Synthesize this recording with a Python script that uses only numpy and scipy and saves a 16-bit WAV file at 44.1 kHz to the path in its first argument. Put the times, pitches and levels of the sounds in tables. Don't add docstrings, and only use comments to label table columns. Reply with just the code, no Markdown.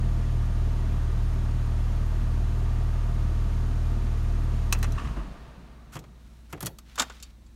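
import sys
import numpy as np
from scipy import signal
from scipy.fft import rfft, irfft, next_fast_len
from scipy.io import wavfile
from scipy.ndimage import map_coordinates

SR = 44100
rng = np.random.default_rng(int(sys.argv[2]) if len(sys.argv) > 2 else 0)


def transcribe(signal):
    frames = np.atleast_2d(signal).T
    limited = np.clip(frames, -1, 1)
    pcm = np.round(limited * 32767).astype(np.int16)
    wavfile.write(sys.argv[1], SR, pcm)


N = 332955
CUT_S, FUEL_FADE_S = 4.963, 0.038
COAST_S, COAST_SHAPE = 0.68, 0.7

# time in seconds, firings per second.
IDLE_RATE = [(0.0, 39.33), (1.2, 38.2), (1.35, 38.61), (1.65, 38.19), (1.95, 38.77), (2.1, 38.32),
             (2.55, 39.17), (3.15, 38.82), (3.3, 38.33), (3.75, 38.95), (4.35, 38.12), (4.5, 38.54),
             (4.8, 37.96)]
# multiple of the firing rate, relative level in dB.
EXHAUST_ORDERS = [(0.5, -58), (1, 1), (1.5, -33.5), (2, -3), (2.5, -20.5), (3, -7), (3.5, -51), (4, -24),
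                  (4.5, -59), (5, -33), (5.5, -28.5), (6, -29.5), (6.5, -38), (7, -32), (7.5, -41.5),
                  (8, -36.5), (8.5, -32), (9, -39), (9.5, -51.5), (10, -38)]
# multiple of its stroke rate, level in dB.
PUMP_ORDERS = [(2, -58), (3, -59), (4, -58), (5, -59)]
# start in seconds, level in dB.
CHATTER_BURSTS = [(4.976, -34.5), (5.046, -40.5), (5.165, -43.5)]

# frequency in Hz, relative level in dB.
PIPE_SPECTRUM = [(76, -28.5), (130, -3.5), (146, -5.5), (221, -8.5), (306, -17.5), (344, -20), (376, -17),
                 (470, -24), (600, -35.5), (780, -38.5), (1320, -120)]
CHURN_SPECTRUM = [(240, -30), (400, -6), (580, -6), (675, -1), (790, -8), (890, -4.5), (1010, -7.5),
                  (1160, -4), (1400, -9.5), (1830, -11.5), (2200, -16), (2500, -15.5), (4500, -22),
                  (6000, -33)]
HISS_SPECTRUM = [(2060, -15), (3500, -8), (4650, -4), (5050, -3), (6740, 0), (7800, -7.5), (8730, -4),
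                 (9720, -6.5), (10600, -14), (11200, -8), (11800, -14), (12200, -10), (15800, -23)]
INJECTOR_SPECTRUM = [(11100, -30), (11450, -7), (11540, 0), (11800, -7), (12200, -28)]
GEAR_SPECTRUM = [(600, -31), (950, -3), (1130, 8), (1400, -7), (1800, -8), (2250, -14), (2850, -6.5),
                 (3400, -19), (9000, -30)]
BLADE_SPECTRUM = [(500, -2), (1400, 6), (3500, -5.5), (6500, -3), (10300, -7), (11800, -6), (16000, -21)]
CLOTH_SPECTRUM = [(400, -12), (1400, -4.5), (2200, -5), (3800, -4.5), (7000, -14), (11000, -21),
                  (16000, -25)]
ROOM_SPECTRUM = [(15, -52), (25, -22.5), (43, 4), (64, -13.5), (96, -10.5), (211, -13.5), (450, -30.5),
                 (769, -31.5), (1400, -34.5), (3390, -39.5), (3880, -35), (4210, -38), (4950, -43),
                 (5520, -40), (9460, -45), (10500, -48.5), (15800, -49.5)]

# frequency in Hz, relative level in dB, time to decay by 60 dB in seconds.
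SILENCER_MODES = [(47.3, 0.5, 0.62), (59.7, -6, 0.47), (146, -9, 0.22), (211, -19, 0.31), (303, -16, 0.16)]
SWITCH_MODES = [(1170, -8, .06), (1820, 2, .04), (2580, -5, 0.032), (2625, -2, .04), (4060, 3.5, 0.058),
                (5570, -4, .055), (5900, 4, .04), (6511, 7, 0.039), (7240, -10, 0.04), (7915, -3, 0.042),
                (8735, -2, .05), (12170, -6, .042)]
LOCK_MODES = [(1226, 1.5, 0.071), (1915, -3, 0.056), (2550, -10, .04), (3330, -3, .06), (4410, 6, .055),
              (5370, -4, .04), (5840, -7, 0.035), (6700, 4, .06), (8300, -1, .035), (9600, -2, .035),
              (10700, -10, .04), (11500, 1, .04), (12900, 2, .04), (15000, -9, .04)]
FOB_MODES = [(1165, -5, 0.096), (1440, -9, .08), (1470, -9, 0.074), (2510, -14, 0.074), (3616, 5, .06),
             (3680, -1, 0.1), (4550, 4, .08), (5320, -7, 0.076), (6700, -2, .052), (7340, 5, .043),
             (7300, -5, 0.042), (7760, -4, .035), (9800, 0, 0.058), (12900, -13, .05)]

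# start in seconds, overall gain in dB, further gains in dB for the clack and for the tick.
SWITCH_HITS = [(4.7249, -10.5, -11.5, -8), (4.7314, -22, -11, -20), (4.7486, -37, 6.5, -22),
               (4.787, -44, -7, 2), (4.828, -23, -4.5, -8), (4.8412, -28, 0.5, -26),
               (4.921, -35.5, -20, -6)]
LOCK_HITS = [(5.9534, -33.5, 1, -25), (5.966, -36.5, 5.5, -8), (5.9902, -37.5, -18, -10.5),
             (6.039, -49.5, 6.5, -24), (6.5261, -35.5, 2.5, -3), (6.5295, -36.5, 9, -29.5),
             (6.575, -55, 12, -7), (6.6058, -30.5, -3, 1.5), (6.6204, -37, -8, -3), (6.6267, -28, -2.5, -1),
             (6.6486, -36, -5, -6), (6.6583, -25, -17, 1.5), (6.6655, -19, -11.5, -6),
             (6.7855, -35, -11, -6.5)]
FOB_HITS = [(6.9556, -36, -10, -10), (6.9777, -31, 5.5, -32), (6.9848, -20.5, -7, -19),
            (6.9957, -9, -11, -22), (7.0022, -18.5, -4.5, -17), (7.0186, -18.5, -5, -16),
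            (7.0975, -37.5, 3, -27), (7.1198, -47, -3, -28), (7.1995, -44, -20, -24.5),
            (7.2254, -32.5, -29, -12), (7.232, -33, -31, -33), (7.4634, -54, -25, -21)]
# start in seconds, level in dB, 60 dB decay in seconds, pitch in Hz.
BODY_THUDS = [(5.16, -39, .3, 310), (5.955, -36.5, 0.32, 135), (6.532, -33.5, 0.27, 125),
              (6.626, -32, 0.29, 135), (6.661, -35.5, 0.18, 140), (6.999, -35, 0.18, 261)]
# multiple of its pitch, relative level in dB.
THUD_SPECTRUM = [(.35, -11), (.65, -0.5), (1, 8.5), (1.5, -7), (2.4, -5.5), (4, -9.5), (7, -18)]
# start in seconds, length in seconds, level in dB.
BLADE_RUBS = [(5.921, 0.046, -47.5), (6.2, .3, -72), (6.49, .05, -61)]
SLEEVE_RUBS = [(6.14, 0.27, -71), (6.44, 0.22, -69), (6.85, 0.47, -57.5)]
# frequency in Hz, level in dB.
HUM_PARTIALS = [(59.2, -50), (222, -68.5), (333.8, -75), (500.6, -81.5)]


def crank():
    t = np.arange(N) / SR
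    speed = np.clip(1 - since_cut() / COAST_S, 0, 1) ** COAST_SHAPE
    cycles = np.cumsum(speed * np.interp(t, *np.transpose(IDLE_RATE))) / SR
    return speed, cycles - np.interp(CUT_S, t, cycles)


def exhaust(speed, firings, level_db=-22.5, flutter_db=3, dispersion=0.43, fall_db_per_s=37):
    note = np.zeros(N)
    for order, db in EXHAUST_ORDERS:
        depth_db = 0.5 * order if order in (1, 2, 3) else flutter_db
        lag = dispersion * (order - 1) ** 3
        phase = 2 * np.pi * order * firings - lag
        note += amp(db + depth_db * wobble(12)) * np.sin(phase + 0.2 * depth_db * wobble(16))
    fuel = np.clip(1 - since_cut() / FUEL_FADE_S, 0, 1)
    pumping = amp(-9.5 - fall_db_per_s * since_cut()) * np.minimum(2 * speed, 1)
    return amp(level_db) * np.maximum(fuel, pumping) * unit(note)


def engine_noise(firings):
    stroke = np.cos(2 * np.pi * firings)
    gas = unit(noise(PIPE_SPECTRUM) * amp(2.8 * stroke + 0.7 * wobble(2.8)))
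    gas *= run_down(idle_db=-41.5, hold_s=0.14, fall_db_per_s=18.2)
    churn = unit(noise(CHURN_SPECTRUM) * amp(0.25 * stroke))
    churn *= run_down(idle_db=-47.5, hold_s=0.14, fall_db_per_s=18.2)
    hiss = unit(noise(HISS_SPECTRUM) * amp(0.3 * stroke))
    hiss *= run_down(idle_db=-60.5, hold_s=0.1, fall_db_per_s=32)
    return gas + wall_echoes(churn + hiss)


def pump(speed, firings, belt_ratio=1.922):
    phase = 2 * np.pi * belt_ratio * firings
    drone = sum(amp(db + 2 * wobble(5)) * np.sin(order * phase + 0.3 * wobble(6))
                for order, db in PUMP_ORDERS)
    return np.sqrt(2) * speed * drone


def injectors(firings, level_db=-76, fall_db=11):
    envelope = amp(-fall_db * (firings / 2 % 1) + 1.5 * wobble(25))
    return amp(level_db) * (since_cut() == 0) * unit(noise(INJECTOR_SPECTRUM) * envelope)


def silencer_puffs(firings, first_stroke=2.9, puff_db=-32, step_db=1.5, jolt_db=6):
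    out, t = np.zeros(N), np.arange(SR // 2) / SR
    for k in range(6):
        start = np.argmax(firings >= first_stroke + 2 * k) / SR
        db = puff_db - step_db * k + jolt_db * (k == 0)
        add(out, start, amp(db) * ring(SILENCER_MODES, t, scatter_db=7) * rise(t, 0.0072))
    return out


def gear_chatter(t60=0.28, rough_db=2.5, knocks_per_s=210):
    envelope, t = np.zeros(N), np.arange(SR // 2) / SR
    for start, db in CHATTER_BURSTS:
        add(envelope, start, amp(db - 60 * t / t60) * rise(t, 0.003))
    return envelope * unit(noise(GEAR_SPECTRUM) * amp(rough_db * wobble(knocks_per_s)))


def key():
    switch = impacts(SWITCH_HITS, SWITCH_MODES, t60=0.042, attack_s=0.00099,
                     snap_db=-12, clack_db=-2.5, tick_db=-10.5, ring_db=-1.5, lift_db=6)
    lock = impacts(LOCK_HITS, LOCK_MODES, t60=0.043, attack_s=0.0016,
                   snap_db=-9, clack_db=-5, tick_db=-8, ring_db=-7, lift_db=3)
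    fob = impacts(FOB_HITS, FOB_MODES, t60=0.048, attack_s=0.0019,
                  snap_db=-7.5, clack_db=-1.5, tick_db=-3.5, ring_db=-5, lift_db=3)
    scrape = rubs(BLADE_RUBS, swell=0.43) * amp(2.2 * wobble(300)) * noise(BLADE_SPECTRUM)
    return switch + lock + fob + scrape


def impacts(hits, modes, t60, attack_s, snap_db, clack_db, tick_db, ring_db, lift_db):
    out, t = np.zeros(N), np.arange(SR // 4) / SR
    fade = amp(-60 * t / t60)
    crack = amp(7 - 60 * t / 0.012)

    def band(points):
        return noise(points, len(t), modes, lift_db)

    for start, db, clack_gain_db, tick_gain_db in hits:
        snap = band([(1800, -17), (2600, 0), (7400, 4), (9500, -9.5)])
        clack = band([(250, -8), (700, 0.5), (1300, 3), (2400, -4.5), (3500, -8.5)])
        tick = band([(7500, -0.5), (9000, 3), (13000, 4), (16000, -7)])
        burst = amp(snap_db) * snap * (fade + 0.5 * crack)
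        burst += amp(clack_db + clack_gain_db) * clack * fade ** 0.66
        burst += amp(tick_db + tick_gain_db) * tick * (fade + crack)
        tone = ring(modes, t, scatter_db=4.5)
        tone *= amp(ring_db) / np.abs(tone).max()
        add(out, start, amp(db) * (burst + tone) * rise(t, attack_s))
    return out


def body_thuds():
    out, t = np.zeros(N), np.arange(SR // 2) / SR
    for start, db, t60, hz in BODY_THUDS:
        thud = noise([(hz * multiple, level) for multiple, level in THUD_SPECTRUM], len(t))
        add(out, start, amp(db - 60 * t / t60) * rise(t, 0.0021) * thud)
    return out


def sleeve():
    folds = unit(noise(CLOTH_SPECTRUM) * amp(1.5 * wobble(45) + 2 * wobble(400)))
    return rubs(SLEEVE_RUBS, swell=0.38) * folds


def wall_echoes(x, echo_db=-22, spread_s=0.06):
    out = x.copy()
    for delay, polarity in rng.random((8, 2)):
        add(out, spread_s * delay + 0.001005, amp(echo_db) * np.sign(polarity - 0.5) * x)
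    return out


def cabin_reverb(x, t60=0.3, wet_db=-22):
    t = np.arange(SR // 2) / SR
    tail = noise([(100, 5), (3500, -7), (8000, -17), (16000, -2.5)], len(t)) * amp(-60 * t / t60)
    return x + amp(wet_db) * signal.fftconvolve(x, tail / np.linalg.norm(tail))[:N]


def room_hum(air_db=-54):
    t = np.arange(N) / SR
    hum = sum(amp(db + 0.65 * wobble(5.2)) * np.sin(2 * np.pi * hz * t + 0.38 * wobble(4.6))
              for hz, db in HUM_PARTIALS)
    return np.sqrt(2) * hum + amp(air_db) * noise(ROOM_SPECTRUM)


def since_cut():
    return np.maximum(np.arange(N) / SR - CUT_S, 0)


def run_down(idle_db, hold_s, fall_db_per_s):
    return amp(idle_db - fall_db_per_s * np.maximum(since_cut() - hold_s, 0))


def rubs(rows, swell):
    t = np.arange(N) / SR
    return sum(amp(db) * np.abs(np.sin(np.pi * np.clip((t - start) / length, 0, 1))) ** swell
               for start, length, db in rows)


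def ring(modes, t, scatter_db):
    return sum(amp(db + scatter_db * rng.standard_normal() - 60 * t / t60) * np.sin(2 * np.pi * hz * t)
               for hz, db, t60 in modes)


def noise(points, length=N, modes=(), lift_db=0, width_hz=70):
    point_hz, point_db = np.transpose(points)
    size = next_fast_len(length)
    hz = np.fft.rfftfreq(size, 1 / SR)
    shape_db = np.interp(np.log(hz + 1), np.log(point_hz), point_db, left=-120, right=-120)
    peaks_db = sum(lift_db / (1 + ((hz - mode[0]) / width_hz) ** 2) for mode in modes)
    white = rfft(rng.standard_normal(length), size)
    return unit(irfft(white * amp(shape_db + peaks_db), size)[:length])


def wobble(rate):
    return map_coordinates(rng.standard_normal(int(N * rate / SR) + 4), [np.arange(N) * rate / SR])


def rise(t, attack_s):
    return 1 - np.exp(-t / attack_s)


def amp(db):
    return 10 ** (np.asarray(db) / 20)


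def unit(x):
    return x / np.sqrt(np.mean(x ** 2) + 1e-20)


def add(track, start_s, sound):
    part = track[round(start_s * SR):][:len(sound)]
    part += sound[:len(part)]


def scene():
    speed, firings = crank()
    engine = exhaust(speed, firings) + engine_noise(firings) + pump(speed, firings) + injectors(firings)
    coasting = silencer_puffs(firings) + gear_chatter()
    return (engine + coasting + cabin_reverb(key()) + body_thuds() + sleeve() + room_hum())[None]


def record(dry, top_hz=15850):
    size = next_fast_len(N + SR // 4)
    passband = np.fft.rfftfreq(size, 1 / SR) < top_hz
    return irfft(rfft(dry, size) * passband, size)[:, :N]


dry = scene()
out = record(dry)
transcribe(out)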